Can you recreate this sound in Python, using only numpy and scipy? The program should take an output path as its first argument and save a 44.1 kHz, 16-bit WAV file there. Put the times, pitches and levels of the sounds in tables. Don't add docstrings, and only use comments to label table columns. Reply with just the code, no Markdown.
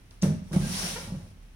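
import sys
import numpy as np
from scipy import signal
from scipy.fft import rfft, irfft
from scipy.io import wavfile
from scipy.ndimage import uniform_filter1d

SR = 44100
rng = np.random.default_rng(int(sys.argv[2]) if len(sys.argv) > 2 else 0)


def int16_out(signal):
    q = np.round(np.clip(np.atleast_2d(signal).T, -1, 1) * 32767)
    wavfile.write(sys.argv[1], SR, q.astype(np.int16))


def gain_from_decibels(decibels):
    exponent = np.asarray(decibels, float) / 20
    return 10 ** exponent


N = 68355

# frequency in Hz, level in dB, decay time t60 in s.
DEEP_MODES = [(85.7, -4, 0.33), (104.9, -6, 0.54), (146.8, -8, 0.36), (197.7, -0.5, 0.34),
              (213.4, 1.5, 0.16)]
# frequency in Hz, level in dB, decay time t60 in s.
WALL_MODES = [(241.3, -4, 0.26), (336.7, -9.5, 0.16), (365, -6, 0.094), (428, -11.5, 0.16),
              (503, -7, 0.098), (552, -5.5, 0.058), (619, -6.5, 0.064), (705, -18, 0.015), (830, -1, 0.029),
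              (953, -19.5, 0.11), (1130, -33, 0.059), (1270, -25, 0.025)]


def evened(x):
    return x / np.sqrt(np.mean(x ** 2) + 1e-20)


def read(points, hz):
    f, value = np.transpose(points)
    return np.interp(np.log(hz + 1), np.log(f + 1), value)


def add(mix, s, sound):
    part = mix[..., round(s * SR):][..., :sound.shape[-1]]
    part += sound[..., :part.shape[-1]]


def colour(x, points):
    hz = np.fft.rfftfreq(x.shape[-1], 1 / SR)
    return irfft(rfft(x) * gain_from_decibels(read(points, hz)), x.shape[-1])


def pair(a, b):
    # frequency in Hz, left-right likeness as a correlation.
    likeness = [(60, 0.99), (180, 0.82), (550, 0.48), (1650, -0.37), (4970, -0.88), (15000, -0.47)]
    same = np.clip(read(likeness, np.fft.rfftfreq(N, 1 / SR)), 0, 1)
    right = same * rfft(a) + np.sqrt(1 - same ** 2) * rfft(b)
    return np.array([a, irfft(right, N)])


def ring(modes, t, places=0):
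    out = 0
    for (hz, db, t60), place in zip(modes, places + np.zeros(len(modes))):
        out = out + gain_from_decibels(db + place - 60 * t / t60) * np.sin(2 * np.pi * hz * t)
    return out


def patchy(x):
    fleck_db = 1.5
    z = signal.stft(x, nperseg=256)[2]
    field = uniform_filter1d(rng.standard_normal(z.shape[1:]), size=3, axis=0)
    field = uniform_filter1d(field, size=5, axis=1)
    return evened(signal.istft(z * gain_from_decibels(fleck_db * evened(field)), nperseg=256)[1][:, :N])


def air():
    # frequency in Hz, hiss level in dB.
    air_colour = [(50, -5), (80, 0.5), (120, -7.5), (190, -9), (450, -23), (1200, -27), (2400, -26.5),
                  (16000, -50.5)]
    air_db = -52
    hum_hz, hum_db, hum_sway_db, hum_load_db = 38.3, -50, 3.5, 8.5
    t = np.arange(N) / SR
    a, b = evened(colour(rng.standard_normal((2, N)), air_colour)) * gain_from_decibels(air_db)

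    def wander():
        rates_hz = (0.95, 2.4, 3.46, 1.96, 6.4)
        return evened(sum(np.sin(2 * np.pi * (f * t + rng.random())) for f in rates_hz))

    sway, drift = wander(), wander()
    load = np.exp(-((t - .85) / 0.59) ** 2)
    sides = np.array([[.8], [-.8]])
    level = gain_from_decibels(hum_db + hum_sway_db * sway + sides * drift + hum_load_db * load)
    drone = np.sin(2 * np.pi * np.cumsum(hum_hz + 0.35 * drift) / SR)
    return pair(a, b) + level * drone


def room(x):
    # frequency in Hz, reverberation time t60 in s.
    reverb_time = [(100, 0.47), (500, 0.46), (3000, 0.64), (12000, 0.37)]
    taps = np.zeros((2, SR))
    slots = np.arange(200, SR - 20, 20)
    at = slots + rng.integers(0, 20, (2, len(slots)))
    np.put_along_axis(taps, at, rng.choice([-1., 1.], at.shape), 1)
    hz, t, z = signal.stft(taps, SR, nperseg=256)
    decay = gain_from_decibels(-60 * t / read(reverb_time, hz)[:, None])
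    tail = signal.istft(z * decay, SR, nperseg=256)[1][:, :SR]
    tail = pair(*np.pad(tail, ((0, 0), (0, N - SR))))
    return signal.fftconvolve(x, tail / np.linalg.norm(tail[0]), axes=1)[:, :N]


def whine():
    # time in s, level in dB, pitch in Hz.
    whine_path = [
        (.7, -54, 5600),
        (.745, -45, 5500),
        (.76, -45, 4100),
        (.78, -44, 4800),
        (0.796, -36.5, 5564),
        (.815, -50, 5470),
        (.84, -46, 5800),
        (.865, -40, 5060),
        (0.889, -48, 6000),
        (.93, -72, 5300),
    ]
    width_hz = 250
    t, (s, db, hz) = np.arange(N) / SR, np.transpose(whine_path)
    r = np.exp(-np.pi * width_hz / SR)
    noise = rng.standard_normal((2, N)) + 1j * rng.standard_normal((2, N))
    slow = signal.lfilter([1], [1, -2 * r, r * r], noise)
    carrier = np.exp(2j * np.pi * np.cumsum(np.interp(t, s, hz)) / SR)
    on = (t > s[0]) & (t < s[-1])
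    return evened((slow * carrier).real) * gain_from_decibels(np.interp(t, s, db)) * on


def squeaks():
    # start in seconds, length in seconds, pitch in Hz, level in dB, tilt in dB per overtone.
    rim_squeaks = [
        (.862, .014, 690, -43, -4.),
        (.958, .017, 452, -34.5, -2.),
        (.977, .015, 485, -39, -9.),
    ]
    rise = .06
    out = np.zeros(N)
    for s, length, hz, db, tilt_db in rim_squeaks:
        t = np.arange(0, length, 1 / SR)
        turns = np.cumsum(hz * (1 + rise * t / length)) / SR
        stack = sum(gain_from_decibels(tilt_db * k) * np.sin(2 * np.pi * k * turns) for k in range(1, 8))
        add(out, s, gain_from_decibels(db) * np.sin(np.pi * t / length) ** .5 * evened(stack))
    return out


def slide():
    # time in s, hiss level in dB, rumble level in dB.
    slide_path = [
        (0.439, -66.5, -74),
        (0.517, -59, -36.5),
        (0.531, -52, -31),
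        (0.604, -44.5, -34.5),
        (0.756, -34.5, -62.5),
        (0.867, -34, -48.5),
        (1.032, -44.5, -39),
        (1.118, -57.5, -40.5),
        (1.32, -66, -55.5),
    ]
    # frequency in Hz, level of the grit hiss in dB.
    grit_colour = [(180, 3), (300, -4), (366, -4.5), (3580, -4), (5700, -5.5), (8090, -10.5), (9710, -11.5),
                   (16000, -27)]
    grains_per_s, grain_spread_db, slips_per_s, slip_damping = 5000, 2.5, 900, .6
    t, (s, hiss_db, rumble_db) = np.arange(N) / SR, np.transpose(slide_path)
    on = (t > s[0]) & (t < s[-1])

    grains = rng.choice([-1., 1.], (2, N)) * gain_from_decibels(grain_spread_db * rng.exponential(1, (2, N)))
    grains = grains * (rng.random((2, N)) < grains_per_s / SR)
    scrape = evened(grains) + 2.17 * rng.standard_normal((2, N))
    grit = patchy(colour(scrape, grit_colour)) * gain_from_decibels(np.interp(t, s, hiss_db)) * on

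    slips = rng.standard_normal(N) * (rng.random(N) < slips_per_s / SR)
    slips = evened(slips) * gain_from_decibels(np.interp(t, s, rumble_db)) * on
    u = t[:SR // 4]
    body = ring([(f, d, 0.98 * r) for f, d, r in DEEP_MODES], u)
    body = body + gain_from_decibels(-1) * ring([(f, d, slip_damping * r) for f, d, r in WALL_MODES[:-3]], u)
    shake = signal.fftconvolve(slips, body / np.linalg.norm(body))[:N]
    return pair(*grit), shake


def ticks():
    # time in s, peak in dB, pitch in Hz, puff in dB, puff t60 in s.
    contact_ticks = [(0.1073, -52.5, 9300, -74, 0.22), (0.11, -39, 4500, -58, 0.37),
                     (0.522, -37, 5300, -66, 0.022), (.5293, -47, 3900, -62, .02),
                     (.5605, -46, 6000, -78, .02), (0.2275, -32, 1750, -32.5, 0.3),
                     (.2288, -40, 13900, -80, 0.022), (.5243, -65, 14100, -47, 0.056),
                     (0.53, -36, 8500, -40, 0.31), (.541, -50, 13000, -44, 0.19),
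                     (0.53, -34.5, 9700, -46, .03), (.5608, -52, 14000, -42.5, 0.061),
                     (1.425, -73, 9000, -64, 0.44),
                     (.2155, -43, 5150, -56, .022), (.2192, -27, 4900, -60, .009),
                  (.2218, -38, 6100, -70, .02), (.2233, -19, 6400, -52, .02), (.2236, -27, 3900, -70, .02),
                  (.2238, -23, 6300, -70, .02), (.2238, -40, 9800, -70, .02), (.2247, -32, 5600, -70, .02),
                  (.2263, -33, 6300, -70, .02), (.2357, -27, 4400, -70, .02), (.2322, -42, 13500, -70, .02),
                  (.238, -44, 14000, -70, .02)]
    # frequency in Hz, level of the puff in dB.
    puff_colour = [(180, -14.5), (300, -17), (574, -13.5), (1120, -19.5), (1210, -18), (9550, -33),
                   (16000, -50.5)]
    click_s = .00018
    out, t = np.zeros((2, N)), np.arange(SR // 2) / SR
    hiss = evened(colour(rng.standard_normal((2, N)), puff_colour))
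    for s, db, hz, puff_db, t60 in contact_ticks:
        click = gain_from_decibels(db) * np.exp(-(t / click_s - 2) ** 2) * np.sin(2 * np.pi * hz * t)
        add(out, s, click * np.ones((2, 1)))
        first = round(s * SR)
        decay = gain_from_decibels(puff_db - 60 * t / t60)[:N - first]
        add(out, s, decay * hiss[:, first:][:, :len(t)])
    return out


def rocking():
    # start in seconds, peak in dB, pitch in Hz, length in seconds.
    rock_knocks = [(.5638, -10, 192, 0.02), (.583, -27, 190, .014), (.742, -28, 203.6, .025),
                   (.768, -34.5, 200, .025), (.455, -38.5, 100, .03), (.4255, -33, 84, 0.027),
                   (.629, -25, 169, 0.011), (.2815, -31, 164, .02), (.352, -27.5, 209.4, 0.028),
                   (.386, -45, 168, 0.016), (.418, -29, 186, 0.0204), (.642, -27.5, 210, 0.029),
                   (.665, -23, 197, 0.015), (1.005, -39.5, 190, 0.028), (1.03, -38, 169, 0.023),
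                   (1.065, -39, 129, 0.02), (1.09, -31, 109, 0.02), (1.1217, -26, 182, .016),
                   (1.139, -32, 181, 0.011), (1.167, -29, 139, 0.023), (1.232, -35, 75, .025),
                   (1.31, -42, 89, 0.046)]
    # start in seconds, pitch in Hz, level in dB, decay time t60 in s.
    lone_walls = [(.2285, 454, -26.5, 0.15), (.238, 344, -37, 0.16), (.243, 573.5, -34.5, 0.18),
                  (.27, 340, -37, 0.089), (.272, 449.9, -38, 0.067), (.293, 626, -37.5, 0.18),
                  (.295, 377, -35.5, 0.11), (.335, 320, -47, 0.13), (.528, 335.6, -34, 0.18),
                  (.535, 547.4, -30, 0.13), (.558, 692, -34.5, .1), (.59, 358, -31.5, .12),
                  (.655, 550, -42, 0.096), (.995, 553, -48, 0.33), (1.118, 558, -60, 0.23),
                  (.765, 329, -47, 0.21), (.86, 326, -43.5, 0.21), (.628, 1597, -42, 0.2),
                  (.575, 1274, -46, 0.13), (1.19, 616, -53, 0.15)]
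    knock_skew, wall_rise_s = .42, 0.0031
    out, t = np.zeros(N), np.arange(SR // 2) / SR
    for s, db, hz, length in rock_knocks:
        swell = np.sin(np.pi * np.minimum(t / length, 1) ** knock_skew)
        add(out, s, -gain_from_decibels(db) * swell * np.sin(2 * np.pi * hz * t))
    for s, hz, db, t60 in lone_walls:
        add(out, s, (1 - np.exp(-t / wall_rise_s)) * ring([(hz, db, t60)], t))
    return out


def bumps():
    # start in seconds, peak in dB, boom pitch in Hz, long ring in dB, upper modes in dB.
    hood_bumps = [(0.2294, -11, 191.8, -11.5, -11.5), (0.2537, -22.5, 156, -9, -5),
                  (0.2745, -21, 166, -2.5, -16), (0.2956, -19.5, 179.3, -25, -16),
                  (0.3154, -19.5, 187.4, -33, -23), (0.3398, -24.5, 204.4, -38, -21),
                  (0.412, -43, 191, -11.5, -30), (0.5096, -31, 160.9, -6, -12),
                  (0.535, -23.5, 170, -30, -10), (0.5577, -23.5, 194.4, -1, -13),
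                  (0.5757, -37, 218, -8, -16), (0.6011, -22, 148, -25, -28),
                  (0.6257, -21.5, 189.5, -23, -26), (0.6442, -33, 167, -16, -4.5),
                  (0.661, -42, 198.7, -13, -26), (0.693, -25, 202.3, -5, -21),
                  (0.7093, -32.5, 189, -9, -17), (0.744, -25.5, 206.6, -13.5, -24),
                  (0.8316, -29, 185, -17, -36), (0.8544, -30, 180, -32, -20), (0.9272, -34, 176, -22, -39),
                  (1.1154, -40, 159, -8, -11), (1.1494, -33.5, 177, -27, -14),
                  (1.1982, -35.5, 167, -37, -21)]
    # start in seconds, level in dB, pitch in Hz.
    finger_press = (.2215, -26, 185)
    boom_s, skew, contact_s = .024, .75, 0.00067
    detune, place_db = 0.0456, 2.5
    out, t = np.zeros(N), np.arange(SR // 2) / SR
    touch = np.hanning(round(2 * contact_s * SR) + 3)
    touch = touch / touch.sum()
    swell = np.sin(np.pi * np.minimum(t / boom_s, 1) ** skew)
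    deep = (1 - np.exp(-t / 0.026)) * ring(DEEP_MODES, t)
    spots = rng.standard_normal((len(hood_bumps), 2, len(WALL_MODES)))
    for (s, db, hz, low_db, high_db), (place, bend) in zip(hood_bumps, spots):
        walls = [(f * (1 + detune * b), d, r) for (f, d, r), b in zip(WALL_MODES, bend)]
        struck = np.convolve(ring(walls, t, place_db * place), touch)[:len(t)]
        add(out, s + 0.002017, gain_from_decibels(db + high_db) * struck)
        boom = -swell * np.sin(2 * np.pi * hz * t)
        add(out, s, gain_from_decibels(db) * (boom + gain_from_decibels(low_db) * deep))
    s, db, hz = finger_press
    add(out, s, gain_from_decibels(db) * np.sin(np.pi * np.minimum(t / 0.0098, 1)) * np.sin(2 * np.pi * hz * t))
    return out


def scene():
    # frequency in Hz, gain in dB.
    boom_cut = [(30, -30), (62, -20), (82, 0), (16000, 0)]
    # frequency in Hz, gain in dB.
    hood_wet = [(60, -2), (150, -4), (200, -1), (330, -1.5), (1000, 6)]
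    wet_db, wet_low_db = -7.5, -8
    grit, shake = slide()
    hood = colour(bumps() + rocking() + shake, boom_cut) + squeaks()
    hood = hood * np.ones((2, 1))
    bright = ticks() + grit
    wet = room(gain_from_decibels(wet_low_db) * colour(hood, hood_wet) + gain_from_decibels(wet_db) * bright)
    return hood + bright + wet + air() + whine()


def roll_off(x):
    return signal.sosfilt(signal.butter(12, 16520, fs=SR, output="sos"), x)


def record(dry):
    # frequency in Hz, width in Hz, level in dB.
    port_modes = [
        [(5780, 900, 3.5), (5200, 990, -47)],
        [(9525, 900, 11), (5100, 500, -32)],
    ]
    # frequency in Hz, gain in dB.
    port_tilts = [
        [(20, -2.8), (7000, -2), (9500, -6), (16000, 5)],
        [(20, -1.8), (7000, -2), (9500, -0.5), (16000, 8)],
    ]
    left_lag_s, edge_hz, low_cut_hz = .0001, 15950, 28
    hz, out = np.fft.rfftfreq(N, 1 / SR), []
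    for x, port, tilt, lag in zip(dry, port_modes, port_tilts, (left_lag_s, 0)):
        band = (hz < edge_hz) / (1 + (low_cut_hz / (hz + 1)) ** 6)
        cavity = 1 + sum(gain_from_decibels(db) / (1 + 2j * (hz - f) / w) for f, w, db in port)
        delay = np.exp(-2j * np.pi * hz * lag)
        out.append(irfft(rfft(x) * gain_from_decibels(read(tilt, hz)) * band * cavity * delay, N))
    return roll_off(np.array(out))


dry = scene()
out = record(dry)
int16_out(out)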